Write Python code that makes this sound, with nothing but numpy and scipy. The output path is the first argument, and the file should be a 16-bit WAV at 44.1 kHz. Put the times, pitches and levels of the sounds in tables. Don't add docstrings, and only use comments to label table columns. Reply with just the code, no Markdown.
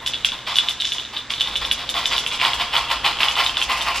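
import sys
import numpy as np
from scipy import signal
from scipy.fft import rfft, irfft
from scipy.io import wavfile

SR = 44100
rng = np.random.default_rng(int(sys.argv[2]) if len(sys.argv) > 2 else 0)


def wrap_up_sound(samples):
    columns = np.atleast_2d(samples).T
    tamed = np.clip(columns, -1, 1)
    steps = np.round(tamed * 32767).astype(np.int16)
    wavfile.write(sys.argv[1], SR, steps)


N = 176400
BOUNCE_S = .0072

# pitch_ratio, level_db, t60_s
SHELL_MODES = [(.92, -4, 0.019), (1.05, 3, 0.011), (.74, -29.5, 0.0023), (.47, -15, 0.012)]
# time_s, pitch_hz
SHELL_PITCH = [(0, 3380), (1.6, 3363), (2.5, 3105), (3.3, 2993), (3.6, 2970), (3.9, 2720)]
# start_s, rise_s, fall_s, hollow_db, rasp_db
SCRAPE_STROKES = [(.0, .03, 0.077, -35, -61), (.085, 0.014, 0.061, -44, -39),
                  (0.309, 0.02, 0.074, -34.5, -39), (.462, 0.017, 0.065, -27, -24),
                  (0.494, 0.026, 0.051, -35, -38), (.61, 0.032, 0.084, -33, -40),
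                  (.945, 0.0084, 0.038, -35.5, -37), (1.125, 0.012, 0.067, -35, -33),
                  (1.294, 0.0095, 0.068, -33, -27.5), (1.39, 0.016, 0.039, -37, -43),
                  (1.45, 0.023, 0.063, -32, -31.5), (1.51, 0.025, 0.074, -39, -33),
                  (1.608, 0.011, 0.12, -28, -29), (1.765, 0.025, 0.17, -34.5, -31),
                  (1.933, 0.025, 0.14, -24, -24), (2.093, 0.042, 0.043, -21.5, -24.5),
                  (2.22, 0.026, 0.056, -32, -47), (2.3, 0.019, 0.1, -33, -28),
                  (2.395, 0.023, 0.049, -24.5, -24), (2.414, 0.036, 0.099, -19.5, -23),
                  (2.569, 0.046, 0.059, -24, -25), (2.713, 0.04, 0.093, -19.5, -22),
                  (2.888, 0.028, 0.049, -18.5, -21.5), (3.028, 0.034, 0.062, -17.5, -18.5),
                  (3.183, 0.037, 0.12, -19.5, -20.5), (3.344, 0.057, 0.087, -18.5, -21.5),
                  (3.559, 0.018, 0.19, -30, -30.5), (3.675, 0.033, 0.1, -20.5, -26),
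                  (3.755, .035, 0.13, -33, -35), (3.839, 0.051, 0.056, -21, -26),
                  (3.937, 0.014, .08, -30, -29.5)]
# frequency_hz, level_db
TREBLE_SPECTRUM = [(1000, -25), (2000, 4), (4000, 6.5), (5500, 9.5), (7500, 2.5), (8800, -12), (10000, -8),
                   (12500, -45), (16000, -35)]


def amp(db):
    return 10 ** (np.asarray(db) / 20)


def unit(x):
    return x / np.sqrt(np.mean(x ** 2) + 1e-20)


def at_hz(points, hz):
    frequencies, values = np.transpose(points)
    return np.interp(np.log(hz + 1), np.log(frequencies), values)


def curve(points):
    return np.interp(np.arange(N) / SR, *np.transpose(points))


def add(mix, start_s, sound):
    part = mix[max(round(start_s * SR), 0):][:len(sound)]
    part += sound[:len(part)]


def colour(x, spectrum):
    size = 8192
    log_gain = np.log(amp(at_hz(spectrum, abs(np.fft.fftfreq(size, 1 / SR)))))
    taps = np.fft.ifft(np.exp(np.conj(signal.hilbert(log_gain)))).real[:size // 2]
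    return signal.fftconvolve(x, taps)[:len(x)]


def impulses(count, per_s):
    return rng.choice([-1., 1.], count) * (rng.random(count) < per_s / SR)


def grains(per_s, spread_db):
    size = amp(spread_db * np.minimum(rng.exponential(1, N), 4))
    return unit(size * impulses(N, per_s))


def swell(rise_s, fall_s):
    t = np.arange(SR // 2) / SR
    attack = np.sin(np.pi / 2 * np.minimum(t / rise_s, 1)) ** 2
    return attack * amp(-17 * np.maximum(t - rise_s, 0) / fall_s)


def resonances(modes):
    t = np.arange(SR // 4) / SR
    return sum(amp(db) * 2 * np.pi * width / SR * np.exp(-np.pi * width * t) * np.cos(2 * np.pi * hz * t)
               for hz, width, db in modes)


def background():
    # pitch_hz, level_db
    hum_tones = [(58.5, -61), (120, -54.5)]
    # frequency_hz, level_db
    air_spectrum = [(12, -30), (20, -39), (80, 2), (119, -17.5), (232, 0.5), (464, -6.5), (667, -8.5),
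                    (1010, -1.5), (1270, -3.5), (2090, -2.5), (8170, -21.5), (13900, -95), (15500, -25)]
    rumble_spectrum = [(20, -5), (36, -0.5), (58, 11.5), (90, -10), (130, 1), (170, -10), (280, -4.5),
                       (350, -20), (500, -2), (900, -14.5), (3000, -61)]
    # time_s, level_db
    rumble_levels = [(0, -44), (1.1, -56), (1.6, -40.5), (2.5, -42.5), (4, -44.5)]
    t = np.arange(N) / SR
    hum = sum(amp(db) * np.sqrt(2) * np.sin(2 * np.pi * (hz * t + rng.random())) for hz, db in hum_tones)
    air = amp(-41) * unit(colour(rng.standard_normal(N), air_spectrum))
    rumble = amp(curve(rumble_levels)) * unit(colour(rng.standard_normal(N), rumble_spectrum))
    return hum + air + rumble


def reverberation(x):
    # frequency_hz, t60_s
    decay_times = [(200, 0.26), (1000, 0.86), (3300, 0.26), (6000, 0.81), (14000, 0.11)]
    count = SR // 2
    taps = impulses(count, per_s=4000) * (np.arange(count) > .006 * SR)
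    hz, t, bands = signal.stft(taps, SR, nperseg=256)
    decay = amp(-60 * t / at_hz(decay_times, hz)[:, None])
    tail = signal.istft(bands * decay, SR, nperseg=256)[1]
    return signal.fftconvolve(x, tail / np.linalg.norm(tail))[:N]


def furniture_scatter(x, t60_s=.085):
    t = np.arange(SR // 6) / SR
    taps = impulses(len(t), per_s=3000) * (t > BOUNCE_S) * amp(-60 * t / t60_s)
    return signal.fftconvolve(x, taps / np.linalg.norm(taps))[:N]


def with_echoes(x):
    # delay_s, level_db
    echoes = [(.0018, -22.5), (.0072, -11.5), (.0092, -23), (.013, -23), (.0235, -30), (.0405, -29.5)]
    out = x.copy()
    for delay_s, db in echoes:
        add(out, delay_s, amp(db) * x)
    return out


def lingering_ring(x):
    # pitch_hz, bandwidth_hz, level_db
    modes = [(2030, 18, -9), (2529, 18, -6), (2740, 20, -9), (2950, 20, -2), (3040, 25, -7), (3130, 25, -8),
             (3266, 16, -4), (3384, 30, -5), (3530, 18, -1), (3662, 22, -2), (3886, 22, -3)]
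    return amp(2.5) * signal.fftconvolve(x, resonances(modes))[:N]


def struck_shell(pitch_hz):
    t = np.arange(SR // 20) / SR
    return sum(amp(db - 60 * t / t60_s) * np.sin(2 * np.pi * ratio * pitch_hz * t)
               for ratio, db, t60_s in SHELL_MODES)


def driven_shell(x, bandwidth_hz=300):
    carrier = np.exp(2j * np.pi * np.cumsum(curve(SHELL_PITCH)) / SR)
    pole = np.exp(-np.pi * bandwidth_hz / SR)
    return 2 * (carrier * signal.lfilter([1 - pole], [1, -pole], x / carrier)).real


def rattle():
    # time_s, level_db
    rattle_levels = [(0, -45.5), (.08, -41), (.17, -34.5), (.23, -42.5), (.33, -33.5), (.43, -45.5),
                     (.6, -33.5), (.78, -40.5), (.83, -41), (1.0, -35), (1.09, -43.5), (1.18, -34),
                     (1.28, -57), (1.4, -31.5), (1.85, -41), (2.15, -35.5), (2.85, -34), (4, -34.5)]
    taps, surge = np.zeros((2, N))
    hits = grains(per_s=700, spread_db=3)
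    pitch_hz = curve(SHELL_PITCH) * (1 + .035 * rng.standard_normal(N))
    steps_hz = np.geomspace(2600, 3700, 14)
    nearest = abs(pitch_hz[:, None] - steps_hz).argmin(1)
    for step, hz in enumerate(steps_hz):
        taps += signal.oaconvolve(hits * (nearest == step), struck_shell(hz))[:N]
    for start_s, rise_s, fall_s, _, rasp_db in SCRAPE_STROKES:
        add(surge, start_s, amp(rasp_db - 13.5) * swell(rise_s, fall_s) ** .94)
    return np.hypot(amp(curve(rattle_levels)), surge) * unit(taps)


def rustles():
    # start_s, rise_s, fall_s, level_db
    slides = [(.058, 0.0073, 0.034, -28), (.47, .06, 0.23, -36.5), (.8, 0.014, .05, -37),
              (.845, .01, 0.09, -29.5), (.92, 0.015, 0.067, -39), (1.297, 0.0069, 0.14, -47),
              (1.39, 0.014, 0.32, -50), (1.553, .01, 0.12, -43), (1.888, 0.0045, 0.054, -46),
              (2.05, .02, .2, -35.5), (2.26, 0.021, .1, -43), (3.94, 0.011, 0.11, -32)]
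    envelope = np.zeros(N)
    for start_s, rise_s, fall_s, db in slides:
        add(envelope, start_s, amp(db) * swell(rise_s, fall_s))
    return envelope * unit(colour(grains(per_s=2500, spread_db=10), TREBLE_SPECTRUM))


def scrapes():
    # pitch_hz, bandwidth_hz, level_db
    scrape_resonances = [(719, 22, -8), (841, 22, -6), (932, 40, -4), (1044, 30, 0), (1090, 22, -8),
                         (1168, 22, -10), (1190, 25, -10), (1345, 40, -13)]
    # frequency_hz, level_db
    skirt_spectrum = [(100, -63), (350, -48.5), (550, -22.5), (800, -4.5), (1050, 5.5), (1400, -21),
                      (2000, 6), (4000, -80.5)]
    rasp_spectrum = [(200, -31.5), (700, -16.5), (1300, -3), (1800, -10.5), (2400, 0.5), (3000, -7),
                     (3600, -4), (4200, -4), (5200, -8), (6000, -20.5), (8000, -24), (10000, -31),
                     (11500, -69), (15000, -52)]
    hollow_envelope, rasp_envelope = np.zeros((2, N))
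    for start_s, rise_s, fall_s, hollow_db, rasp_db in SCRAPE_STROKES:
        add(hollow_envelope, start_s, amp(hollow_db) * swell(rise_s, fall_s))
        add(rasp_envelope, start_s, amp(rasp_db) * swell(rise_s, fall_s))
    response = resonances(scrape_resonances)
    excitation = hollow_envelope * grains(per_s=4000, spread_db=4.5)
    ring = signal.fftconvolve(excitation, response / np.linalg.norm(response))[:N]
    skirt = hollow_envelope * unit(colour(grains(per_s=4000, spread_db=.67), skirt_spectrum))
    rasp = rasp_envelope * unit(colour(grains(per_s=4000, spread_db=5), rasp_spectrum))
    return amp(-3) * ring + amp(-7) * skirt, rasp


def knocks():
    # start_s, level_db, pitch_hz, snap_re_ring_db
    impacts = [(0.0626, -9, 3230, -7.5), (0.0748, -7, 3350, -16), (0.1357, -10, 3230, -28),
               (0.1427, -7.5, 3250, -31), (0.2473, 1.5, 3080, -13), (0.2879, -12, 3170, -28),
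               (0.3191, -15, 3220, -18), (0.557, -6, 3320, -9.5), (0.5679, -5.5, 3250, -25),
               (0.5855, 3.5, 3260, -23), (0.6113, -23, 3380, -18), (0.6859, -3.5, 3350, -13),
               (0.7087, -14.5, 3200, -13), (0.8012, -10.5, 3560, -14), (0.8059, -8, 3500, -22),
               (0.8209, -7, 3290, -20), (0.847, -10.5, 3280, -21), (0.852, -7.5, 3300, -28),
               (0.8597, -17.5, 3450, -15), (0.8901, -17, 3400, -12), (0.9202, -6.5, 3300, -15),
               (0.9257, -12, 3200, -22), (0.9827, -14.5, 3170, -25), (0.9972, -13, 3410, -19),
               (1.0506, -17.5, 3400, -24), (1.1663, -10.5, 3530, -23), (1.171, -10, 3400, -23),
               (1.3047, -9.5, 3150, -10.5), (1.3372, -10, 3300, -17), (1.3997, -13, 3490, -7.5),
               (1.4085, -3.5, 3320, -22), (1.415, -5.5, 3290, -21), (1.4737, -12, 3440, -14.5),
               (1.5561, -8, 3170, -14.5), (1.5612, -6, 3320, -18), (1.6503, -9, 3350, -13.5),
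               (1.7129, -1, 3210, -12.5), (1.891, -7.5, 3440, -8), (1.9411, -13, 3350, -26),
               (1.9806, -11.5, 3270, -11), (2.0566, -2.5, 3370, -10.5), (2.118, -11, 2970, -16),
               (2.1644, -7.5, 3350, -13), (2.1804, -4, 3220, -11.5), (2.2639, -6.5, 2960, -12),
               (2.2774, -12, 3140, -22), (2.323, -14.5, 3200, -5.5), (2.3477, -12.5, 3070, -11),
               (2.3992, -10, 2740, -21), (2.4141, -3, 2600, -34), (2.429, -15, 3050, -26),
               (2.4412, -14, 3120, -23), (2.4504, -3, 3200, -19), (2.5335, -6.5, 3140, -12.5),
               (2.5979, -21, 3320, -22), (2.6112, -13.5, 3400, -10), (2.736, -11, 2840, -30),
               (2.7653, -2.5, 3180, -14), (2.903, -19, 3050, -23), (2.9129, -6, 3270, -17),
               (3.0473, -5.5, 2860, -35), (3.0509, -9, 3040, -36), (3.1879, -12.5, 3000, -13),
               (3.205, -4.5, 2680, -36), (3.2318, -1, 3020, -16.5), (3.2845, -3.5, 3180, -18.5),
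               (3.312, -8.5, 2910, -10), (3.3551, -10, 3300, -21), (3.3793, -16, 3160, -29),
               (3.3892, -7, 2840, -35), (3.437, -11, 3340, -6), (3.4631, -4.5, 3490, -14),
               (3.4946, -10, 3000, -16), (3.5697, -4, 3270, -15.5), (3.599, -21, 3080, -1),
               (3.6157, -4.5, 2980, -14), (3.6245, -6, 3010, -11), (3.71, -22, 2920, -14),
               (3.7172, -9.5, 3000, -9.5), (3.767, -20.5, 3100, 1), (3.809, -12, 3030, -13),
               (3.8144, -10, 3450, -7), (3.9502, -28, 3060, 6), (3.9623, -18, 2780, 0)]
    # frequency_hz, level_db
    snap_spectrum = [(700, -22), (1500, -7.5), (3000, 0), (4500, 4), (5500, 5.5), (6500, -9.5), (7700, -4),
                     (8800, -13), (10000, -12.5), (12500, -22.5), (15500, -28)]
    rise_s, snap_decay_s = .00027, .00075
    spray_rise_s, spray_t60_s = .0085, .21
    t = np.arange(SR // 20) / SR
    attack = 1 - np.exp(-(t / rise_s) ** 2)
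    snap_shape = attack * np.exp(-t / snap_decay_s)
    spray_t = np.arange(SR // 2) / SR
    spray_shape = (1 - np.exp(-spray_t / spray_rise_s)) * amp(-60 * spray_t / spray_t60_s)
    ring, snap_envelope, spray_power = np.zeros((3, N))
    for start_s, db, pitch_hz, snap_db in impacts:
        add(ring, start_s, amp(db - 3.5) * attack * struck_shell(pitch_hz))
        add(snap_envelope, start_s, amp(db + snap_db - 1.5) * snap_shape)
        add(spray_power, start_s, (amp(db + snap_db - 6.5) * spray_shape) ** 2)
    snap = snap_envelope * unit(colour(rng.standard_normal(N), snap_spectrum))
    return ring, snap, np.sqrt(spray_power)


def scene():
    # frequency_hz, gain_db
    snap_scatter = [(1000, -28), (5000, -5.5), (8000, 10), (12000, 17), (15000, -6)]
    side_gains = [(30, -42), (60, -50), (120, -27), (300, -13.5), (700, -18.5), (1400, -22), (3000, -11.5),
                  (4500, -4.5), (6500, 0.5), (9000, 7.5), (13000, 14.5)]
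    ring, snap, spray_envelope = knocks()
    hollow_tone, rasp = scrapes()
    friction = amp(-3.5) * (rasp + rustles())
    friction += amp(7) * driven_shell(friction)
    impacts = ring + snap + rattle()
    add(impacts, BOUNCE_S, amp(-4) * snap)
    contact = impacts + friction
    direct = with_echoes(contact) + hollow_tone + lingering_ring(contact)
    to_room = amp(-8) * impacts + amp(-5.5) * (friction + .65 * hollow_tone)
    to_furniture = amp(-8) * contact + amp(-3.5) * colour(snap, snap_scatter)

    def diffuse_field():
        field = reverberation(to_room) + furniture_scatter(to_furniture) + background()
        spray = unit(colour(grains(per_s=6000, spread_db=1.6), TREBLE_SPECTRUM))
        return field + spray_envelope * spray / 2

    mid = direct + diffuse_field()
    width = amp(at_hz(side_gains, np.fft.rfftfreq(N, 1 / SR)))
    quadrature = 1j * amp(-9) * rfft(direct)
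    side = irfft((rfft(diffuse_field()) + quadrature) * width, N)
    balance = amp(-.2)
    return np.array([(mid + side) * balance, (mid - side) / balance])


def record(dry):
    cutoff_hz = 15500
    lowpass = signal.firwin(511, cutoff_hz, window=("kaiser", 9), fs=SR)
    return signal.oaconvolve(np.clip(dry, -1, 1), lowpass[None], "same")


dry = scene()
out = record(dry)
wrap_up_sound(out)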